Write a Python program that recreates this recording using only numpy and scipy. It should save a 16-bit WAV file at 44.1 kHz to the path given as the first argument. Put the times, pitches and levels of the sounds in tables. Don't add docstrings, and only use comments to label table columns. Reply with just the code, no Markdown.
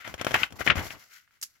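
import sys
import numpy as np
from scipy import signal
from scipy.fft import rfft, irfft
from scipy.io import wavfile

SR = 44100
rng = np.random.default_rng(int(sys.argv[2]) if len(sys.argv) > 2 else 0)


def wav_record(signal):
    frames = np.transpose(np.atleast_2d(signal))
    bounded = np.clip(frames, -1, 1)
    quanta = np.round(bounded * 32767).astype(np.int16)
    wavfile.write(sys.argv[1], SR, quanta)


N = 70560
T = np.arange(N) / SR


def from_db(db):
    return 10 ** (np.asarray(db) / 20)


def panned(x, pan_db):
    gains = from_db(np.array([[pan_db], [-pan_db]]) / 2)
    return x * gains / np.sqrt(np.mean(gains ** 2))


def through(x, response):
    return signal.fftconvolve(np.atleast_2d(x), np.atleast_2d(response), axes=-1)[:, :N]


def coloured(x, spectrum, size=8192):
    hz, db = np.transpose(spectrum)
    bins_hz = np.fft.rfftfreq(size, 1 / SR)
    gain = from_db(np.interp(np.log(bins_hz + 1), np.log(hz), db))
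    gain /= np.sqrt(np.mean(gain ** 2))
    cepstrum = irfft(np.log(gain))
    cepstrum[1:size // 2] *= 2
    cepstrum[size // 2 + 1:] = 0
    return through(x, irfft(np.exp(rfft(cepstrum))))


def drift(rate_hz):
    knots = rng.standard_normal(N)
    return np.interp(T * rate_hz, np.arange(N), knots)


def dying_noise(t60_s, start_s=0):
    age_s = np.maximum(T - start_s, 0)
    x = rng.standard_normal((2, N)) * (T >= start_s) * from_db(-60 * age_s / t60_s)
    return x / np.sqrt(np.sum(x ** 2, axis=1, keepdims=True))


def pop(start_s, hz, swell_ms, glide=0):
    age_s = np.maximum(T - start_s, 0)
    swells = age_s * 1000 / swell_ms
    pitch_hz = hz * (1 + glide * (np.exp(-swells / 2) - 0.5))
    cycles = np.cumsum((age_s > 0) * pitch_hz) / SR
    return swells * np.exp(1 - swells) * np.sin(2 * np.pi * cycles)


def friction(spread_db, judder_db, shared, grains_per_s=14000):
    grains = (rng.random((3, N)) < grains_per_s / SR) * rng.choice([-1, 1], (3, N))
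    grains = grains * from_db(spread_db * np.minimum(rng.exponential(1, (3, N)), 4))
    stereo = np.sqrt(shared) * grains[2] + np.sqrt(1 - shared) * grains[:2]
    stereo *= from_db(judder_db * drift(rate_hz=220))
    return stereo / stereo.std()


def rubbing():
    # (start [s], rise [s], hold [s], t60 [s], bass [dB], middle [dB], treble [dB])
    strokes = [(0, 0.0033, 0.0034, 0.22, -69, -43, -56.5), (0.04, 0.0096, 0.024, 0.089, -55.5, -39.5, -54),
               (0.075, 0.011, 0.01, 0.31, -50, -45, -51.5), (0.174, 0.027, 0.02, 0.12, -49.5, -40, -54.5),
               (0.26, 0.017, 0.088, 0.11, -46.5, -38.5, -48),
               (0.339, 0.0059, .018, 0.13, -39, -26.5, -41.5), (0.37, 0.018, 0.048, .13, -48.5, -34, -42),
               (0.418, 0.0035, 0.021, .1, -49.5, -41, -52), (0.497, 0.022, 0.026, 0.26, -49, -63, -66),
               (0.554, 0.0044, 0.017, 0.11, -61, -57, -54.5), (0.585, 0.012, 0.02, 0.091, -42, -37, -45),
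               (0.64, 0.011, 0.025, 0.037, -52, -44, -44.5), (.664, 0.0027, 0.052, 0.096, -34, -28, -68.5),
               (0.749, 0.014, .04, 0.2, -35.5, -34.5, -43.5),
               (0.812, 0.044, 0.016, .13, -49.5, -41.5, -42.5),
               (0.892, 0.016, 0.012, 0.18, -58, -44.5, -47), (0.925, 0.0076, 0.021, 0.19, -54.5, -50, -83),
               (0.959, 0.038, 0.038, 0.3, -73, -57, -56), (1.077, 0.059, 0.037, 0.25, -97, -53, -55.5),
               (1.27, 0.072, 0.016, 0.31, -90.5, -67, -70.5), (1.46, .04, .01, 0.42, -91.5, -72, -66),
               (1.549, .004, 0.016, 0.089, -88, -68, -73)]
    # (frequency [Hz], level [dB])
    flutter_spectrum = [(20, -31), (50, -4.5), (90, 1.5), (160, -3.5), (320, -6.5), (600, -18), (1200, -40),
                        (5000, -75)]
    rasp_spectrum = [(600, -42), (1050, -14), (1300, -2), (1490, 1.5), (1740, -4), (2060, 3.5),
                     (2400, -4.5), (3000, -5), (4000, -16), (6000, -29.5), (10000, -55.5)]
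    hiss_spectrum = [(900, -49.5), (2500, -17), (4200, 3.5), (5600, 4.5), (7600, 1), (8700, -16.5),
                     (10300, -3), (12000, 0.5), (15500, -4.5), (17000, -24.5)]
    body_spectrum = [(60, -41), (200, -20.5), (400, -5), (720, -0.5), (950, -1), (1150, -1), (1700, -23.5),
                     (8000, -70.5)]
    power = 0
    for start_s, rise_s, hold_s, t60_s, *levels_db in strokes:
        swell = np.clip((T - start_s) / rise_s, 0, 1)
        fade = from_db(-60 * np.maximum(T - start_s - rise_s - hold_s, 0) / t60_s)
        power = power + np.outer(from_db(levels_db), swell * fade) ** 2
    bass, middle, treble = np.sqrt(power)
    low_middle = bass ** 0.53 * middle ** 0.47
    flutter = friction(spread_db=2.5, judder_db=3.0, shared=0.16) * bass * from_db(0.5)
    rasp = friction(spread_db=1.5, judder_db=2.1, shared=0.25) * middle * from_db(-1)
    hiss = friction(spread_db=2.5, judder_db=1.94, shared=0.05) * treble * from_db(-1)
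    body = friction(spread_db=3.0, judder_db=2.5, shared=0.49) * low_middle * from_db(-3)
    return (panned(coloured(flutter, flutter_spectrum), pan_db=4.5)
            + panned(coloured(body, body_spectrum), pan_db=1)
            + panned(coloured(rasp, rasp_spectrum), pan_db=7.5)
            + panned(coloured(hiss, hiss_spectrum), pan_db=1.5))


def ticks(crack_above_hz=3700):
    # (time [s], level [dB], low-pass corner [Hz], pan [dB])
    events = [(0.0765, -11.5, 4000, 2.5), (0.141, -9, 3430, 4.5), (.180, -23.5, 5000, -3),
              (.213, -4, 4500, 7), (.247, -5.5, 7000, 6), (0.2673, 4.5, 1000, 4.5),
              (0.2821, -16.5, 5000, -1.5), (0.3093, -7, 3000, 5.5), (.317, -9, 3500, 13),
              (.342, 2, 5000, -4.5), (0.506, -27.5, 5000, 12), (0.524, -21, 10000, 4),
              (0.6074, -3.5, 900, 25.5), (0.6648, -3, 3000, 13.5), (.685, -9, 5000, 1.5),
              (0.7565, -9, 2000, 20), (.771, -11, 1500, 10), (0.7782, -14.5, 4000, 8),
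              (0.8668, -17, 9000, 16), (0.9061, -19.5, 4000, 10.5)]
    # (frequency [Hz], level [dB])
    tick_spectrum = [(25, -24), (120, 0.5), (350, -1), (700, 2), (2000, -3), (3600, -6.5), (7500, -9),
                     (8800, -16), (12000, -10), (16000, -14)]
    clicks = np.zeros((2, N))
    for time_s, db, corner_hz, pan_db in events:
        pole = np.exp(-2 * np.pi * corner_hz / SR)
        impulse = (np.arange(N) == int(time_s * SR)) + 1e-18
        click = signal.lfilter([1 - pole], [1, -pole], impulse)
        clicks += panned(from_db(db) * click, pan_db)
    low = signal.sosfilt(signal.butter(2, crack_above_hz, fs=SR, output="sos"), clicks)
    high = signal.sosfilt(signal.butter(2, crack_above_hz, "high", fs=SR, output="sos"), clicks)
    crack = through(high, dying_noise(t60_s=0.015))
    return coloured(low + crack, tick_spectrum)


def sheet_ring(clicks):
    # (frequency [Hz], level [dB])
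    sheet_spectrum = [(60, -4), (300, -3), (900, 1), (1800, 3), (3000, 0), (6000, -0.5), (15000, -2)]
    waves = through(clicks, dying_noise(t60_s=0.038))
    return clicks + from_db(-1.5) * coloured(waves, sheet_spectrum)


def air_puffs():
    # (time [s], level [dB], pitch [Hz], swell [ms])
    events = [(0.1412, -38.5, 75, 5), (0.666, -32, 90, 7.8), (0.699, -32.5, 76, 8.5),
              (.754, -30, 171.9, 2.5), (0.77, -23.5, 84, 6.6)]
    thumps = sum(from_db(db) * pop(time_s, hz, swell_ms) for time_s, db, hz, swell_ms in events)
    return panned(thumps, pan_db=13)


def buckles():
    # (time [s], level [dB], pitch [Hz], swell [ms], pan [dB])
    events = [(.197, -28, 2600, 0.27, 14), (0.2127, -21.5, 1480, 0.19, 11.5), (.268, -14, 1450, 0.33, 19),
              (0.3438, -5.5, 1850, 0.49, 12.5), (.347, -9.5, 1580, 0.58, -15.5),
              (.3512, -19, 1400, 0.74, 12), (.355, -15.5, 863, 0.86, 1), (0.3601, -17.5, 1700, 0.67, 19.5),
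              (.4329, -7, 2700, .45, 11), (.6112, -23.5, 1700, 0.5, 13), (0.6137, -19.5, 1500, 0.66, 14),
              (.6756, -4.5, 2250, 0.36, 24.5), (.6999, -6.5, 2200, 0.47, 12.5), (.7018, -11.5, 1470, 1, 11),
              (0.7038, -6.5, 2900, 0.49, 15), (.7078, -13, 2300, 0.58, 4.5), (.7122, -13, 1600, .5, 9.5),
              (.9058, -26.5, 2400, 0.28, 12), (1.277, -52.5, 1600, 0.44, -1),
              (1.3085, -56.5, 1500, 0.6, -2)]
    # (frequency [Hz], level [dB])
    crackle_spectrum = [(40, -36), (150, -21), (600, -13), (1000, -7), (1450, 3), (2600, 1), (3400, -5.5),
                        (4500, -16.5), (7500, -30), (10000, -52)]
    pops, crackle = np.zeros((2, 2, N))
    for time_s, db, hz, swell_ms, pan_db in events:
        snap = pop(time_s, hz, swell_ms, glide=0.21)
        pops += panned(from_db(db) * snap, pan_db)
        crackle += panned(from_db(db) * dying_noise(t60_s=0.048, start_s=time_s), pan_db)
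    return pops + from_db(11) * coloured(crackle, crackle_spectrum)


def edge_flick():
    # (time [s], level [dB], decay time constant [ms])
    catches = [(1.4142, -20, 2.5), (1.4177, -19.5, 2), (1.426, -9.5, 2.2), (1.4294, -6, 4.4),
               (1.4356, -9.5, 2.5), (1.4412, -17.5, 1.75), (1.446, -17.5, 14.6)]
    # (frequency [Hz], level [dB])
    edge_spectrum = [(60, -39.5), (250, -14), (700, -27.5), (1500, -6.5), (3600, -4), (5500, 6),
                     (7600, 3.5), (8800, -6.5), (11500, 3), (15500, -12.5)]
    scratches = np.zeros((2, N))
    for time_s, db, tau_ms in catches:
        t60_s = np.log(1000) * tau_ms / 1000
        scratches += from_db(db) * dying_noise(t60_s, time_s)
    return panned(coloured(scratches, edge_spectrum), pan_db=-1.5)


def scene():
    # (frequency [Hz], level [dB])
    floor_spectrum = [(25, -1), (110, 6), (400, -10), (900, -13), (1600, -1), (4000, -12), (15000, -16.5)]
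    page = sheet_ring(ticks()) + buckles() + rubbing() + edge_flick() + air_puffs()
    reverb = through(page.mean(axis=0), dying_noise(t60_s=0.16, start_s=0.0048))
    floor = coloured(rng.standard_normal((2, N)), floor_spectrum)
    return page + from_db(-17) * reverb + from_db(-74.5) * floor


def record(dry):
    cutoff_hz = 16000
    return signal.sosfilt(signal.ellip(10, 0.2, 80, cutoff_hz, fs=SR, output="sos"), dry)


dry = scene()
out = record(dry)
wav_record(out)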